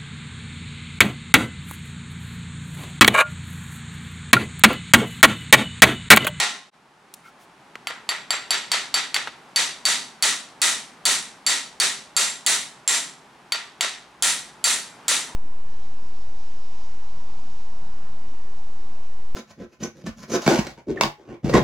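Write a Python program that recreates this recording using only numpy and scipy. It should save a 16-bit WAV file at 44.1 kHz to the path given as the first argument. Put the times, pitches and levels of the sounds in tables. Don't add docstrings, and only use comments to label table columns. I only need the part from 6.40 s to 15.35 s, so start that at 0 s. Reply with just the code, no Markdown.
import sys
import numpy as np
from scipy import signal
from scipy.fft import rfft, irfft
from scipy.io import wavfile
from scipy.ndimage import uniform_filter1d

SR = 44100
rng = np.random.default_rng(int(sys.argv[2]) if len(sys.argv) > 2 else 0)


def materialize(psi):
    bounded = np.clip(np.atleast_2d(psi).T, -1, 1)
    quanta = np.round(bounded * 32767).astype(np.int16)
    wavfile.write(sys.argv[1], SR, quanta)


N = 394694
TIME = np.arange(N) / SR
TAIL = 2 ** 15

# start in seconds, force in dB, low steel note in dB, middle steel note in dB, notes relative to the force.
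BLOWS = [(0.001, -7, -34, -7), (1.4712, -15.5, -3, -11), (1.691, -12.5, 4, -4), (1.906, -11.5, 5, -3),
         (2.1067, -9, 10, 0.5), (2.317, -8.5, 7, -3.5), (2.5418, -9, 7, 2), (2.7438, -11.5, 6.5, -5.5),
         (3.1605, -6, 10.5, -3), (3.4534, -4.5, 10.5, -6), (3.8245, -4.5, 5.5, -5),
         (4.2175, -3.5, -3.5, -4), (4.6538, -3.5, 5.5, -2), (5.0653, -5.5, 7, 7), (5.4, -5.5, 4, -12),
         (5.7656, -4.5, 4, 6.5), (6.064, -4, 0.5, 6.5), (6.4769, -4.5, -7, 14), (7.1218, -14, 8.5, -4),
         (7.409, -11, 1, -1), (7.824, -4, 4, 4.5), (8.2416, -4, 7, 6), (8.682, -5.5, -5, 5.5)]
# frequency in Hz, relative level in dB, t60 in seconds before damping.
STEEL_MODES = [(4010, -34, .05), (4569, -17, .11), (7468, -14, .075), (10707, -29, .07), (11115, -23, .08),
               (13400, -37, .1), (14610, -42, .09), (14990, -37, .09)]
NOTE_BORDERS_HZ = [4300, 6800, 9000]
# frequency in Hz, relative level in dB, t60 in seconds.
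AFTER_RING = [(1388, -29, .35), (1727, -33, .35), (1892, -35, .33), (1975, -31, .36), (2444, -33, .32),
              (3571, -31, .3), (3600, -32, .3), (3686, -33, .3), (4016, -30, .3), (4339, -32, .3),
              (6290, -34, .3), (7843, -32, .3)]
# frequency in Hz, relative density in dB per Hz.
CRACK_COLOUR = [(40, -28.5), (150, -41), (330, -31), (650, -1.5), (1100, -9.5), (2000, -4), (3700, 4.5),
                (5200, 2), (7500, 7.5), (10000, 12), (11800, -1.5), (16000, 12)]
# delay in seconds, level in dB below the direct path.
ECHOES = [(.0009, -5), (.0028, -6), (.0082, -15), (.0378, -14)]
# frequency in Hz, relative density in dB per Hz.
ROOM_COLOUR = [(60, -44), (130, -16.5), (260, -10.5), (330, -14.5), (420, -13.5), (700, -5.5), (1300, -2),
               (2000, 2.5), (2800, 2), (3900, 3.5), (5100, 1.5), (7500, 7.5), (10000, 5.5), (11800, -5),
               (16000, -4.5)]
# frequency in Hz, t60 in seconds.
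ROOM_T60 = [(150, 0.75), (530, 0.45), (1400, 0.41), (3700, 0.41), (9700, 0.36), (16000, 0.33)]
# centre in Hz, width in Hz, boost in dB.
BODY = [(401, 38, 10), (936, 26, 8.5), (1300, 143, 5), (1904, 190, 5.5), (3760, 530, 3.5), (6060, 310, 4),
        (9660, 410, 2.5)]
# frequency in Hz, correlation from 0 to 1.
LIKENESS = [(100, 1), (500, 0.97), (1000, 0.83), (2000, 0.65), (4000, 0.65), (8000, 0.78), (12000, 1)]
# frequency in Hz, relative level in dB, t60 in seconds.
PAD_MODES = [(720, -11, 0.56), (835, 1.5, 0.32), (1060, -11, 0.69), (1190, -2, .18), (1886, 2, 0.34),
             (2160, 9, 0.077), (2250, 8, 0.092)]
# start in seconds, relative level in dB, centre in Hz, t60 in seconds.
TOUCHES = [(0.7393, -27, 5970, 0.024), (1.355, -13, 1050, 0.019), (2.763, -6.5, 1880, 0.041),
           (2.873, -12.5, 1140, 0.046)]
# middle in seconds, length in seconds, level in dB, centre in Hz.
SLIDES = [(0.873, 0.084, -58, 2160), (1.025, 0.077, -59, 4000)]
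# frequency in Hz, relative density in dB per Hz.
AIR_COLOUR = [(25, -22), (55, -10), (95, -16.5), (135, -2), (230, -2), (320, -4.5), (400, -3), (500, -7.5),
              (850, -0.5), (1600, -7), (2500, -11.5), (6300, -22.5), (10000, -27), (15000, -46)]
# time in seconds, relative level in dB.
MURMUR_COURSE = [(0.4, -63), (0.8, -60), (2.09, -55), (7.73, -58), (8.95, -52.5)]
# middle in seconds, length in seconds, frequency in Hz, level in dB.
TONES = [(.87, .09, 1375, -49), (.865, .07, 2160, -53), (7.88, .9, 58, -66), (8.9, .11, 930, -49)]

CONTACT_HZ, OCTAVES_PER_DB, OCTAVES_PER_BLOW = 8800, 0.1353, 0.033
BASS_EDGE_HZ, BASS_OCTAVES_PER_DB = 72, .2
TOP_RING_DB, TOP_FOLLOWS = -3.5, 0.52
HOP_S, HOP_SPREAD_S, HOP_DB, HOP_T60_S = .03, .005, -3.5, 0.042
KNOCK_LOW_HZ, KNOCK_HIGH_HZ, DAMPED_T60_S = 480, 1600, .22
TICK_HZ, TICK_DB, TICK_T60_S = 2400, -5, .019
DIP_S, DIP_FALL_S, DIP_RISE_S = 0.307, .014, 0.036


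def hammer(crack_db, ring_db, room_db, ring_room_db, after_db, snap):
    out, steel, after = np.zeros((2, N)), modes(STEEL_MODES), modes(AFTER_RING)
    group = np.searchsorted(NOTE_BORDERS_HZ, np.array(STEEL_MODES)[:, 0])
    for earlier_blows, (s, force_db, low_db, middle_db) in enumerate(BLOWS):
        room = from_db(room_db) * workshop(build_s=0.01)
        crack = from_db(crack_db - snap * force_db) * contact(crush=0.63, crush_t60=0.015)

        corner_hz = CONTACT_HZ * 2 ** (OCTAVES_PER_DB * force_db + OCTAVES_PER_BLOW * earlier_blows)
        softness = signal.butter(2, min(corner_hz, .45 * SR), fs=SR)
        bass_edge_hz = BASS_EDGE_HZ * 2 ** (-BASS_OCTAVES_PER_DB * force_db)
        thinness = signal.butter(2, bass_edge_hz, "high", fs=SR)
        answer = signal.lfilter(*thinness, room)
        crash = signal.lfilter(*softness, crack + answer + strike(after, after_db))

        spot_db = np.array([0, low_db, middle_db, TOP_RING_DB + TOP_FOLLOWS * low_db])
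        delay, knock = hop(force_db)
        damping = dying(np.maximum(TIME[:TAIL] - delay, 0), DAMPED_T60_S)
        ring = strike(steel, ring_db + spot_db[group]) * damping
        ring_in_room = from_db(ring_room_db) * through(ring, room)
        add(out, s, from_db(force_db) * (crash + ring + ring_in_room))
        add(out, s + delay, knock)
    return out


def contact(crush, crush_t60):
    grit = rng.standard_normal(TAIL) * dying(TIME[:TAIL], crush_t60)
    push = crush * grit / np.linalg.norm(grit)
    push[0] += 1
    return signal.fftconvolve(push / np.linalg.norm(push), near_paths())[:TAIL]


def near_paths():
    response = np.zeros(TAIL)
    response[0] = 1
    for delay, db in ECHOES:
        response[round(delay * SR)] += from_db(db)
    return signal.fftconvolve(response, causal_pulse(CRACK_COLOUR))[:TAIL]


def modes(table):
    hz, db, t60 = np.transpose(table)[:, :, None]
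    return from_db(db) * np.sin(2 * np.pi * hz * TIME[:TAIL]) * dying(TIME[:TAIL], t60)


def strike(sines, db):
    scatter_db = rng.normal(0, 2, len(sines))
    return from_db(db + scatter_db) @ sines


def hop(force_db):
    noise, t = rng.standard_normal((2, TAIL)), TIME[:TAIL]
    dull = signal.butter(2, [KNOCK_LOW_HZ, KNOCK_HIGH_HZ], "band", fs=SR, output="sos")
    knock = signal.sosfilt(dull, noise[0] * dying(t, HOP_T60_S))
    tick = noise[1] * dying(t, TICK_T60_S)
    tick = from_db(TICK_DB) * broad_band(broad_band(tick, TICK_HZ), TICK_HZ)
    delay = HOP_S + HOP_SPREAD_S * rng.uniform(-1, 1)
    return delay, from_db(force_db + HOP_DB) * (knock + tick)


def workshop(build_s):
    t = TIME[:TAIL]
    noise, hz = diffuse(ROOM_COLOUR, TAIL)
    body_db = sum(db / (1 + (2 * (hz - centre) / width) ** 2) for centre, width, db in BODY)
    noise = noise * from_db(body_db)
    edges = np.array([0, 300, 800, 2400, 6000, 11500, SR / 2])
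    tail = np.zeros((2, TAIL))
    for low, high in zip(edges, edges[1:]):
        band = irfft(noise * (hz >= low) * (hz < high))
        tail += band * dying(t, at_hz(ROOM_T60, (low + high) / 2))
    clump_db = 0.75
    clumps = from_db(clump_db * rms_one(uniform_filter1d(rng.standard_normal(TAIL), size=130)))
    return tail * clumps * (1 - np.exp(-t / build_s))


def pad_clank(level_db):
    out = np.zeros((2, N))
    add(out, BLOWS[0][0], strike(modes(PAD_MODES), level_db))
    return out


def touches(room_db):
    out = np.zeros((2, N))
    for s, db, hz, t60 in TOUCHES:
        clack = rng.standard_normal(TAIL) * dying(TIME[:TAIL], t60)
        in_room = clack + from_db(room_db) * workshop(build_s=0.019)
        add(out, s, from_db(db) * broad_band(broad_band(in_room, hz), hz))
    return out


def slides():
    out = np.zeros(N)
    for s, length, db, hz in SLIDES:
        friction = rms_one(broad_band(rng.standard_normal(N), hz))
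        out += from_db(db) * swell(s, length) * friction
    return out


def background(width, above_murmur_db):
    murmur_db = above_murmur_db + np.interp(TIME, *np.transpose(MURMUR_COURSE))
    out = rms_one(irfft(diffuse(AIR_COLOUR, N)[0], N)) * from_db(murmur_db)
    for s, length, hz, db in TONES:
        tone = signal.lfilter(*signal.iirpeak(hz, 1 / width, fs=SR), rng.standard_normal(N))
        out = out + from_db(db) * swell(s, length) * rms_one(tone)
    return out


def diffuse(spectrum, size):
    hz = np.fft.rfftfreq(size, 1 / SR)
    alike = np.clip(at_hz(LIKENESS, hz), 0, 1)
    mid, side = rfft(rng.standard_normal((2, size)))
    pair = np.sqrt((1 + alike) / 2) * mid + np.sqrt((1 - alike) / 2) * side * [[1], [-1]]
    return pair * from_db(at_hz(spectrum, hz)), hz


def causal_pulse(spectrum, size=2048):
    cepstrum = irfft(np.log(from_db(at_hz(spectrum, np.fft.rfftfreq(size, 1 / SR)))))
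    cepstrum[1:size // 2] *= 2
    cepstrum[size // 2 + 1:] = 0
    return irfft(np.exp(rfft(cepstrum)))


def broad_band(x, hz):
    return signal.lfilter(*signal.butter(1, [hz / 2.4, min(hz * 2.4, .4 * SR)], "band", fs=SR), x)


def swell(s, length):
    return np.cos(np.pi * np.clip((TIME - s) / length, -.5, .5))


def dying(t, t60):
    return np.exp(-np.log(1000) * t / t60)


def through(x, response):
    return signal.fftconvolve(x[None], response, axes=1)[:, :TAIL]


def add(track, s, sound):
    start = max(round(s * SR), 0)
    track[:, start:start + sound.shape[-1]] += sound[..., :N - start]


def from_db(db):
    return 10 ** (np.asarray(db) / 20)


def rms_one(x):
    return x / np.sqrt(np.mean(x ** 2) + 1e-20)


def at_hz(points, hz):
    at, values = np.transpose(points)
    return np.interp(np.log(np.maximum(hz, 1)), np.log(at), values)


def dip():
    before, after = (DIP_S - TIME) / DIP_FALL_S, (TIME - DIP_S) / DIP_RISE_S
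    return np.clip(np.maximum(before, after), 0, 1) ** 2


def scene():
    blows = hammer(crack_db=14.5, ring_db=7.5, room_db=-3.5, ring_room_db=-42, after_db=7.0, snap=0.85)
    clank = pad_clank(level_db=-28.5)
    light = touches(room_db=-28.0) + slides()
    quiet = background(width=0.027, above_murmur_db=7)
    return (blows + clank + light + quiet) * dip()


def limiter(x, ceiling_db, release_db_per_s, attack_s):
    power = uniform_filter1d(np.mean(x ** 2, axis=0), size=128)
    over = np.maximum(10 * np.log10(np.maximum(power, 1e-12)) - ceiling_db, 0)
    release = release_db_per_s * TIME
    held = np.maximum.accumulate(over + release) - release
    pole = np.exp(-1 / (attack_s * SR))
    return x * from_db(-signal.lfilter([1 - pole], [1, -pole], held))


def record(dry):
    top, bass_cut_hz, top_cut_hz = .6, 45, 16900
    level = limiter(dry, ceiling_db=-15.5, release_db_per_s=302, attack_s=0.015)
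    held = limiter(level, ceiling_db=-12.0, release_db_per_s=915, attack_s=0.00015)
    rounded = top * np.tanh(held / top)
    thinned = signal.lfilter(*signal.butter(1, bass_cut_hz, "high", fs=SR), rounded)
    return signal.sosfilt(signal.cheby2(14, 60, top_cut_hz, fs=SR, output="sos"), thinned)


dry = scene()
out = record(dry)
materialize(out)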